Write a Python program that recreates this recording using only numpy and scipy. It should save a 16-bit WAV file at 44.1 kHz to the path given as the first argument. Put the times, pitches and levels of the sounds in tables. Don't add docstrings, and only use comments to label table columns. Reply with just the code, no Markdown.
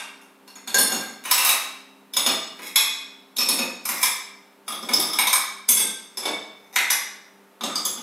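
import sys
import numpy as np
from scipy import signal
from scipy.fft import rfft, irfft
from scipy.io import wavfile
from scipy.ndimage import uniform_filter1d

SR = 44100
rng = np.random.default_rng(int(sys.argv[2]) if len(sys.argv) > 2 else 0)


def magnitude_from_level(level_db):
    exponent = np.asarray(level_db, float) / 20
    return 10 ** exponent


def output_pcm(signal):
    pcm = np.clip(np.atleast_2d(signal).T, -1, 1) * 32767
    wavfile.write(sys.argv[1], SR, np.round(pcm).astype(np.int16))


N = 353682
LEAD = SR // 2
LONG = N + LEAD

# start in seconds, relative ring level in dB, relative rack thud in dB,
# brightness in dB per octave, favoured frequency in Hz.
BLOWS = [(0.2123, -57, -59.5, 0.8, 10100), (0.4753, -35.5, -58.5, 0.5, 2786),
         (0.555, -32.5, -52.5, -2, 6710), (0.6738, -18.5, -42, 0, 3550), (0.7428, -6.5, -27, 1.6, 1590),
         (0.7829, -4.5, -33, 3.5, 9460), (0.9201, -18, -30.5, 0.1, 6710), (1.0179, -29, -43, -2.5, 1620),
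         (1.252, -29.5, -43, -4.5, 1064), (1.3113, -7, -62, 3.5, 5300), (1.3793, -15.5, -51, 3.5, 2710),
         (1.4467, -14.5, -60, 3.8, 13400), (1.49, -9.5, -51, 0.5, 11800), (2.1353, -21, -50, 2.5, 3500),
         (2.1647, -6, -35, 1.1, 9460), (2.2618, -4, -24.5, -1.5, 3295), (2.2984, -21.5, -46, -2, 5310),
         (2.59, -44.5, -42, -4.5, 2140), (2.7584, -4.5, -50.5, 3.5, 2044), (3.364, -21, -47.5, 6.5, 3700),
         (3.3843, -12, -35, 3, 5240), (3.4045, -12.5, -51, -0.5, 5300), (3.486, -8.5, -30.5, 4.5, 4430),
         (3.5881, -13, -28.5, 0.8, 6760), (3.853, -23, -65, 1.5, 11600), (3.8883, -17.5, -40, 1, 2090),
         (3.9394, -48, -50.5, -6.5, 2310), (4.0284, -10, -49, 0.5, 3560), (4.6791, -15, -42, -0.7, 1170),
         (4.72, -19.5, -42, -0.1, 3340), (4.8263, -28, -38.5, 0.5, 5170), (4.8881, -16, -29.5, -1, 2210),
         (4.9328, -9.5, -30, 4, 5230), (4.997, -8, -32, 1, 13100), (5.1303, -16, -59.5, 0.5, 5250),
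         (5.1871, -11, -37.5, 1.5, 2290), (5.2698, -15, -56, 0.5, 9430), (5.3286, -8.5, -82.5, 0, 10600),
         (5.686, -8.5, -37.5, 1, 7700), (5.6889, -5.5, -39.5, 13.5, 9440), (5.7694, -7.5, -43, 4, 1580),
         (5.7994, -13, -38, 7, 8350), (6.1715, -20.5, -36.5, 12.5, 5250), (6.2294, -22.5, -48.5, 0.5, 2230),
         (6.254, -13, -28.5, 4, 2230), (6.2794, -27.5, -46, -2.5, 2130), (6.758, -13, -56, 2, 2240),
         (6.9016, -11.5, -53, 3.6, 2160), (7.6084, -23.5, -37.5, -1.8, 3590), (7.6342, -15, -31, 7.5, 3600),
         (7.697, -44, -67, -12.5, 3470), (7.7534, -13, -42, 5.5, 4770), (7.8515, -13.5, -36.5, 7, 10200),
         (7.9745, -27.5, -42.5, 0.5, 3630)]
EARLIER_BLOW = (-.17, -8, -50, .5, 1580)
# start in seconds, hardest moment in seconds,
# end in seconds, relative level at the hardest moment in dB.
SCRAPES = [(0.745, 0.912, 1.19, -21.5), (1.238, 1.463, 1.76, -21.5), (2.15, 2.324, 3.1, -45),
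           (2.607, 2.675, 2.69, -25.5), (3.378, 3.55, 3.7, -27.5), (3.84, 4.035, 4.23, -24.5),
           (4.665, 5.098, 5.4, -32), (5.69, 5.72, 8.3, -49.5), (6.17, 6.205, 6.23, -33),
           (6.728, 6.72, 6.8, -31.5), (7.607, 7.638, 7.95, -42)]
# frequency in Hz,
# bandwidth in Hz before the partners' width factor, relative level in dB.
STACK_OF_8 = [(1580, 12, -2.5), (2310, 230, -7.5), (2720, 24, 3.5), (3590, 96, -6.5), (4400, 78, -22),
              (5450, 98, -14), (6500, 42, -20), (8430, 63, 0), (10100, 60, -22), (10700, 230, -2),
              (11600, 54, -5.5), (13100, 35, -15)]
PLATE_1 = [(1594, 9, 0.5), (2184, 33, -20.5), (2786, 49, -9), (3550, 100, -8), (4350, 70, -4.5),
           (5336, 53, -3.5), (6710, 73, -5), (7770, 190, -17), (8290, 57, -10.5), (9460, 19, -6),
           (10490, 33, -5.5), (10200, 51, -20), (10400, 22, -20.5), (11200, 29, -20), (12440, 24, -2),
           (11550, 40, -7), (13100, 20, -8), (14260, 51, -13), (15300, 33, -17)]
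STACK_OF_7 = [(1100, 7.6, 3), (1270, 26, 0), (2210, 690, -2), (2710, 23, 5), (3845, 11.8, 12.5),
              (5250, 29, -0.5), (6050, 130, -6), (7940, 28, 6.5), (8660, 31, -6), (8600, 52, 0.5),
              (9770, 22, -26), (10300, 58, 5), (11600, 20, -1.5), (11800, 33, -1), (12400, 83, -3.5),
              (13100, 51, -9), (13400, 39, 0), (14050, 50.3, -22), (14550, 36, -17), (15340, 99, -3)]
PLATE_2 = [(1200, 15.7, -6.5), (2290, 13, 1.5), (2886, 9.9, 0.5), (3565, 123, -0.5), (4290, 63, -3.5),
           (5040, 34, -1), (5250, 100, -3), (6710, 92, -6), (7860, 16, 1.5), (8770, 16, 0), (9440, 18, -16),
           (9900, 33, -10.5), (9700, 150, -9.5), (10600, 27, 2.5), (11000, 25, -13), (11680, 33, -5.5),
           (11600, 55, -12), (12130, 27, -0.5), (13000, 120, -8), (13600, 23, -15.5), (14600, 79, -11),
           (15000, 34, -18.5)]
STACK_OF_6 = [(2186, 42, 1.5), (2490, 7.1, 4.5), (3410, 9, 7), (3870, 33, 2), (5120, 49, -5),
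              (5440, 27, -2.5), (6750, 88, -10), (7870, 30, -2), (8760, 31, -19), (8480, 17, -0.5),
              (9180, 24, -18), (9750, 75, -29), (10200, 31, -6), (10600, 30, -13), (11270, 22, 1),
              (11700, 24, -14), (11800, 44, -14), (13450, 16, 0), (12760, 63, -10.5), (14100, 39, -12)]
PLATE_3 = [(1182, 23, -3), (2526, 58, 4), (3680, 220, -2.5), (4220, 34, -5.5), (4430, 72, -4.5),
           (5330, 80, 1.5), (6570, 66, -7.5), (6760, 36, -7), (7700, 84, -5), (8300, 65, -5.5),
           (8800, 41, -12), (8870, 53, -11), (10600, 490, -7.5), (11600, 34, -1), (12200, 47, -12.5),
           (12240, 44, -3.5), (12600, 52, -9), (13740, 140, -23), (14600, 21, -15.5), (14100, 56, -11.5),
           (14960, 45, -16), (15300, 35, -18)]
STACK_OF_5 = [(1169, 14, 2.5), (2097, 30, 2.5), (2290, 46, 4), (3560, 46, -3), (3950, 7.3, 9),
              (5240, 38, 5.5), (5300, 19, -20), (5900, 230, -5), (7690, 31, 4), (8100, 59, -14),
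              (8350, 99, -23.5), (8550, 120, 0.5), (9430, 38, -1), (10570, 65, 4.5), (11600, 37, 6),
              (11600, 38, -1.5), (13700, 48, -0.5), (13000, 42, 8.5), (14100, 89, -10), (15300, 37, -11)]
PLATE_4 = [(1225, 51, -1.5), (2210, 39, -9.5), (3340, 40, -3), (3580, 96, 1.5), (5230, 120, -6),
           (6320, 29, -3), (4770, 22, 0), (7730, 25, 2), (8820, 56, -6), (9960, 52, 0), (10470, 130, -2.5),
           (10800, 35, -18), (11900, 39, -12), (11500, 39, -9), (12800, 38, -5), (13100, 27, -9),
           (13470, 170, -20), (14180, 31, -14), (14650, 47, -18.5), (15550, 110, -19)]
STACK_OF_4 = [(1054, 100, -8), (1750, 35, 0.5), (2250, 25.5, 3), (3710, 80, 3.5), (4000, 32, -15),
              (5250, 56, 0.5), (6450, 13, 6.5), (8020, 82, -6), (8680, 25, 11), (9430, 40, -9),
              (10600, 44, -9), (10600, 60, -5), (11600, 59, -11), (11600, 61, 3.5), (11800, 68, -9),
              (12700, 140, -0.5), (13700, 110, -6.5), (13800, 83, -5), (14640, 72, -20), (15400, 45, -8)]
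PLATE_5 = [(1567, 6.2, -1.5), (2163, 75, -2), (2600, 53, -11), (3380, 24, 0), (3590, 34, 5.5),
           (4770, 50, -5), (5400, 62, -9.5), (6270, 52, -6), (6620, 79, -13), (7400, 32, -14.5),
           (7700, 33, -16.5), (8430, 76, -10), (9440, 9.7, -6), (10200, 53, -6.5), (11360, 22, -9.5),
           (11330, 50, -13.5), (12150, 23, -8), (13000, 47, -17), (13400, 47, -14.5), (13400, 12, -16),
           (14800, 26, -23.5)]
RACKED_ROW = [(1110, 68, -2), (2240, 18, -2), (2760, 42, -7.5), (3440, 21, 2.5), (3550, 49, 4.5),
              (4480, 100, -11.5), (5200, 140, -9.5), (6130, 72, -21), (7750, 86, -15), (8450, 33, -14.5),
              (9900, 27, -20), (10200, 43, -13), (10200, 19, -15), (11600, 63, -18)]
STACK_OF_3 = [(794, 38, 3.5), (2057, 96, 2.5), (3710, 71, 0), (5040, 38, -4), (5310, 18, -12.5),
              (5850, 150, -5.5), (5980, 30, -14), (7700, 37, -7.5), (8560, 69, -7), (8130, 39, -9),
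              (9230, 32, -12), (11300, 100, -5.5), (10860, 37, -10), (11600, 28, -0.5), (13300, 27, -8),
              (13200, 25, -1), (13400, 34, -10.5), (14600, 32, -12)]
FAR_ROW = [(1150, 69, -0.5), (3440, 75, 8), (5030, 130, -14), (5040, 51, 0), (6390, 88, 1), (6630, 15, -14),
           (6800, 32, -0.5), (7600, 48, 2.5), (8370, 29, -20), (9430, 33, -24), (10200, 59, -11.5),
           (11000, 100, -15), (12800, 61, -10.5), (12400, 21, -8), (13800, 180, -12), (14500, 37, -19)]
PLATE_6 = [(1205, 78, 10), (2300, 16.8, 2), (3600, 170, 1.5), (4770, 97, -1), (5260, 18, 7.5),
           (6420, 44, 3.5), (6880, 22, -5.5), (7700, 48, -4.5), (8500, 27, -12), (8360, 47, -7),
           (9430, 74, -9), (10200, 38, -26.5), (10900, 60, -20), (13700, 29, -15.5)]
# handled from (seconds), modes of the body, whether plates rest on each other.
HANDLED = [(-.3, STACK_OF_8, True), (.42, PLATE_1, False), (1.22, STACK_OF_7, True), (2.1, PLATE_2, False),
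           (2.55, STACK_OF_6, True), (3.33, PLATE_3, False), (3.82, STACK_OF_5, True),
           (4.65, PLATE_4, False), (5.175, STACK_OF_4, True), (5.66, PLATE_5, False),
           (6.15, RACKED_ROW, False), (6.57, STACK_OF_3, True), (7.55, PLATE_6, False),
           (7.84, FAR_ROW, False)]
# pitch offset as a share of the frequency, relative level in dB, width factor.
ONE_PLATE = [(0, -1, 0.81), (.005, -11.5, 2.07)]
STACKED = [(-.025, -11.5, 5.1), (0, -8.5, 5.2), (0.021, -14, 3.9), (0.001, -1.5, 0.9)]
# frequency in Hz, bandwidth in Hz, relative level in dB.
RACK = [(109, 26, 12), (226, 114, 10), (734, 41, -2)]
# frequency in Hz, relative density in dB per Hz.
CRACK = [(180, -24.5), (300, -23.5), (1040, 5.5), (1870, -1.5), (2100, 7), (4750, -7), (6620, 0),
         (7320, -14), (10600, -3.5), (16000, -23.5)]
# frequency in Hz, relative rms level in dB.
HUM = [(199.2, -62.5), (296.1, -69), (398.4, -61.5), (899.0, -66)]
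# time in seconds, relative rms level in dB.
DRONE = [(0, -59), (3.1, -57), (3.598, -64.5), (7.999, -70)]
# frequency in Hz, relative density in dB per Hz.
AIR = [(24, -68), (45, -46.5), (95, -30.5), (147, -16), (189, -1), (337, -3.5), (402, -3), (570, -2.5),
       (1210, -4), (1900, -10), (2050, -9.5), (5870, -22.5), (11800, -20), (16000, -25)]
# frequency in Hz, time to fall 60 dB in seconds.
KITCHEN = [(150, 0.73), (500, 0.67), (2000, 0.71), (5000, 0.63), (10000, 0.41), (16000, 0.28)]
# frequency in Hz, share of the time from 0 to 1.
WIDE_SHARE = [(4100, .35), (5700, .4), (7500, .55), (9600, .45), (11000, .35), (13500, .8), (16000, .45)]

DRONE_HZ, AIR_DB = 268, -55
ROOM_DB = 5.5
CONTACT_S = 0.0029
CRACK_STACKED_DB, CRACK_ONE_PLATE_DB, MIDDLING_BLOW_DB, CRACK_LAG_DB_PER_DB = -5, -16, -13, 0.34
SCRAPE_SWELL_DB, SCRAPE_FADE_DB = 15.5, 35.5
SQUEEZE_FROM_DB, SQUEEZE, DUCK_SMOOTHING_S, HELD_FALL_DB_PER_S = -11.5, 0.6, 0.0019, 18.5


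def rms_one(x):
    return x / np.sqrt(np.mean(x ** 2) + 1e-20)


def at_hz(points, hz):
    table = np.array(points)
    return np.interp(np.log(np.maximum(hz, 1)), np.log(table[:, 0]), table[:, 1])


def coloured(x, spectrum):
    cepstrum = irfft(np.log(magnitude_from_level(at_hz(spectrum, np.fft.rfftfreq(4096, 1 / SR)))))
    cepstrum[1:2048] *= 2
    cepstrum[2049:] = 0
    pulse = irfft(np.exp(rfft(cepstrum)))
    return signal.fftconvolve(x, pulse / np.linalg.norm(pulse))[:len(x)]


def resonance(x, hz, width_hz):
    r = np.exp(-np.pi * max(width_hz, 2) / SR)
    poles = [1, -2 * r * np.cos(2 * np.pi * hz / SR), r * r]
    return signal.lfilter([(1 - r * r) / 2, 0, (r * r - 1) / 2], poles, x + 1e-18)


def ring_energy_db(modes):
    return 10 * np.log10(sum(magnitude_from_level(2 * db) * np.pi * width / SR for hz, width, db in modes))


def hum_and_air():
    s = np.arange(-LEAD, N) / SR
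    waver = rms_one(resonance(rng.standard_normal(LONG), 2.0, 5.1))
    hum = sum(magnitude_from_level(db) * np.sin(2 * np.pi * (hz * s + rng.random())) for hz, db in HUM)
    when, drone_db = np.transpose(DRONE)
    hum += magnitude_from_level(np.interp(s, when, drone_db)) * np.sin(2 * np.pi * DRONE_HZ * s)
    hiss = magnitude_from_level(AIR_DB) * coloured(rng.standard_normal(LONG), AIR)
    return np.sqrt(2) * hum * magnitude_from_level(1.7 * waver) + hiss


def contact(at, sizes, size):
    s = np.arange(SR // 30) / SR / CONTACT_S
    burst = s * np.exp(-s)
    force = np.zeros(size)
    force[at] = sizes
    return signal.fftconvolve(force, burst / np.linalg.norm(burst))[:size]


def china(blows, grind, chatter):
    out = np.zeros(LONG)
    at = np.round(blows[:, 0] * SR).astype(int) + LEAD
    spread = rng.standard_normal((len(blows), 40))
    late = (rng.random((len(blows), 40)) * .005 * SR).astype(int)
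    starts = [round(row[0] * SR) + LEAD for row in HANDLED] + [LONG]
    crack_db = -CRACK_LAG_DB_PER_DB * (blows[:, 1] - MIDDLING_BLOW_DB)
    for (_, body, stacked), start, end in zip(HANDLED, starts, starts[1:]):
        mine = (at >= start) & (at < end)
        stop = min(end + LEAD, LONG)
        crack_db[mine] += CRACK_STACKED_DB if stacked else CRACK_ONE_PLATE_DB
        sliding = grind[start:stop] * (np.arange(start, stop) < end)
        ring_db, brightness, favoured_hz = blows[mine][:, [1, 3, 4]].T
        for k, (hz, width_hz, db) in enumerate(body):
            favour_db = 11 * np.exp(-(np.log2(hz / favoured_hz) / 0.063) ** 2)
            tilt_db = brightness * np.log2(hz / 4000)
            blow_db = ring_db + 11 + tilt_db + favour_db + 2.87 * spread[mine, k]
            force = sliding.copy()
            force[at[mine] - start + late[mine, k]] += magnitude_from_level(blow_db)
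            for offset, partner_db, wider in STACKED if stacked else ONE_PLATE:
                gain = magnitude_from_level(db + partner_db - ring_energy_db(body))
                out[start:stop] += gain * resonance(force, hz * (1 + offset), width_hz * wider)
    for side, kind in ((-1.1, "low"), (0.48, "high")):
        force_db = blows[:, 1] + crack_db + 23.0 + 0.83 * side * blows[:, 3]
        cracks = contact(at, magnitude_from_level(force_db), size=LONG) * chatter
        half = signal.butter(2, 3500, kind, fs=SR, output="sos")
        out += coloured(signal.sosfilt(half, cracks + magnitude_from_level(-2) * grind), CRACK)
    return out


def rack(blows):
    pushes = np.zeros(LONG)
    at = np.round(blows[:, 0] * SR).astype(int) + LEAD
    pushes[at] = magnitude_from_level(blows[:, 2] + 23 - ring_energy_db(RACK))
    shaking = np.exp(-np.arange(SR // 5) / (0.018 * SR))
    envelope = signal.fftconvolve(pushes, shaking / np.linalg.norm(shaking))[:LONG]
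    force = envelope * rng.standard_normal(LONG)
    modes = sum(magnitude_from_level(db) * resonance(force, hz, width_hz) for hz, width_hz, db in RACK)
    return modes + magnitude_from_level(3.0) * resonance(force, 400, 530)


def kitchen(x):
    s, tail = np.arange(SR + LEAD) / SR, 0
    edges = 90 * 2 ** np.arange(0, 7.8, .5)
    white = rng.standard_normal((2, len(s)))
    for k, (low, high) in enumerate(zip(edges, edges[1:])):
        band_pass = signal.butter(2, [low, high], "band", fs=SR, output="sos")
        band = signal.sosfilt(band_pass, white[k % 2])
        tail = tail + band * magnitude_from_level(-60 * s / at_hz(KITCHEN, np.sqrt(low * high)))
    tail = tail * (1 - np.exp(-s / 0.00067))
    return signal.fftconvolve(x, magnitude_from_level(ROOM_DB) * tail / np.linalg.norm(tail))[:LONG]


def grinding():
    s, level = np.arange(-LEAD, N) / SR, np.zeros(LONG)
    for start, hardest, end, db in SCRAPES:
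        course_db = [db - SCRAPE_SWELL_DB, db, db - SCRAPE_FADE_DB]
        level += (s >= start) * (s < end) * magnitude_from_level(np.interp(s, [start, hardest, end], course_db))
    click_size = magnitude_from_level(6.3 * np.minimum(rng.exponential(1, LONG), 3))
    grit = (rng.random(LONG) < 600 / SR) * click_size * rng.choice([-1, 1], LONG)
    return magnitude_from_level(-15.0) * level * rms_one(grit)


def flickering_width(x, level_db):
    hz, s, cells = signal.stft(x, SR, nperseg=1024)
    side, edges = np.zeros_like(cells), np.geomspace(4100, 16500, 15)
    for low, high in zip(edges, edges[1:]):
        band = (hz >= low) & (hz < high)
        slow = uniform_filter1d(rng.standard_normal(len(s)), size=9)
        share = np.clip(at_hz(WIDE_SHARE, np.sqrt(low * high)), 0, 1)
        wide = slow < np.quantile(slow, share)
        unpitched = np.exp(np.log(np.abs(cells[band]) + 1e-12).mean(axis=0))
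        side[band] = wide * unpitched * np.exp(2j * np.pi * rng.random((band.sum(), len(s))))
    return magnitude_from_level(level_db) * signal.istft(side, SR)[1][:N]


def scene():
    blows = np.array([EARLIER_BLOW, *BLOWS])
    struck = china(blows, grinding(), rng.standard_normal(LONG)) + rack(blows)
    high_pass = signal.butter(6, 175, "high", fs=SR, output="sos")
    struck = signal.sosfilt(high_pass, struck) + magnitude_from_level(-27.5) * struck
    sound = struck + kitchen(struck) + hum_and_air()
    return np.tile(sound[LEAD:], (2, 1))


def low_pass(x):
    return signal.sosfilt(signal.butter(12, 16650, fs=SR, output="sos"), x)


def record(dry):
    level_db = 10 * np.log10(uniform_filter1d(dry[0] ** 2, size=128) + 1e-12)
    ramp = HELD_FALL_DB_PER_S * np.arange(N) / SR
    held_db = np.maximum.accumulate(level_db + ramp) - ramp
    excess_db = np.maximum(held_db - SQUEEZE_FROM_DB, 0)
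    r = np.exp(-1 / (DUCK_SMOOTHING_S * SR))
    duck_db = signal.lfilter([1 - r], [1, -r], SQUEEZE * excess_db)
    x = 0.83 * np.tanh(dry * magnitude_from_level(-duck_db) / 0.99)
    x = signal.sosfilt(signal.cheby2(10, 40, 16300, fs=SR, output="sos"), x)
    mix = x + flickering_width(x[0], level_db=-7.0) * [[1], [-1]]
    return low_pass(mix)


dry = scene()
out = record(dry)
output_pcm(out)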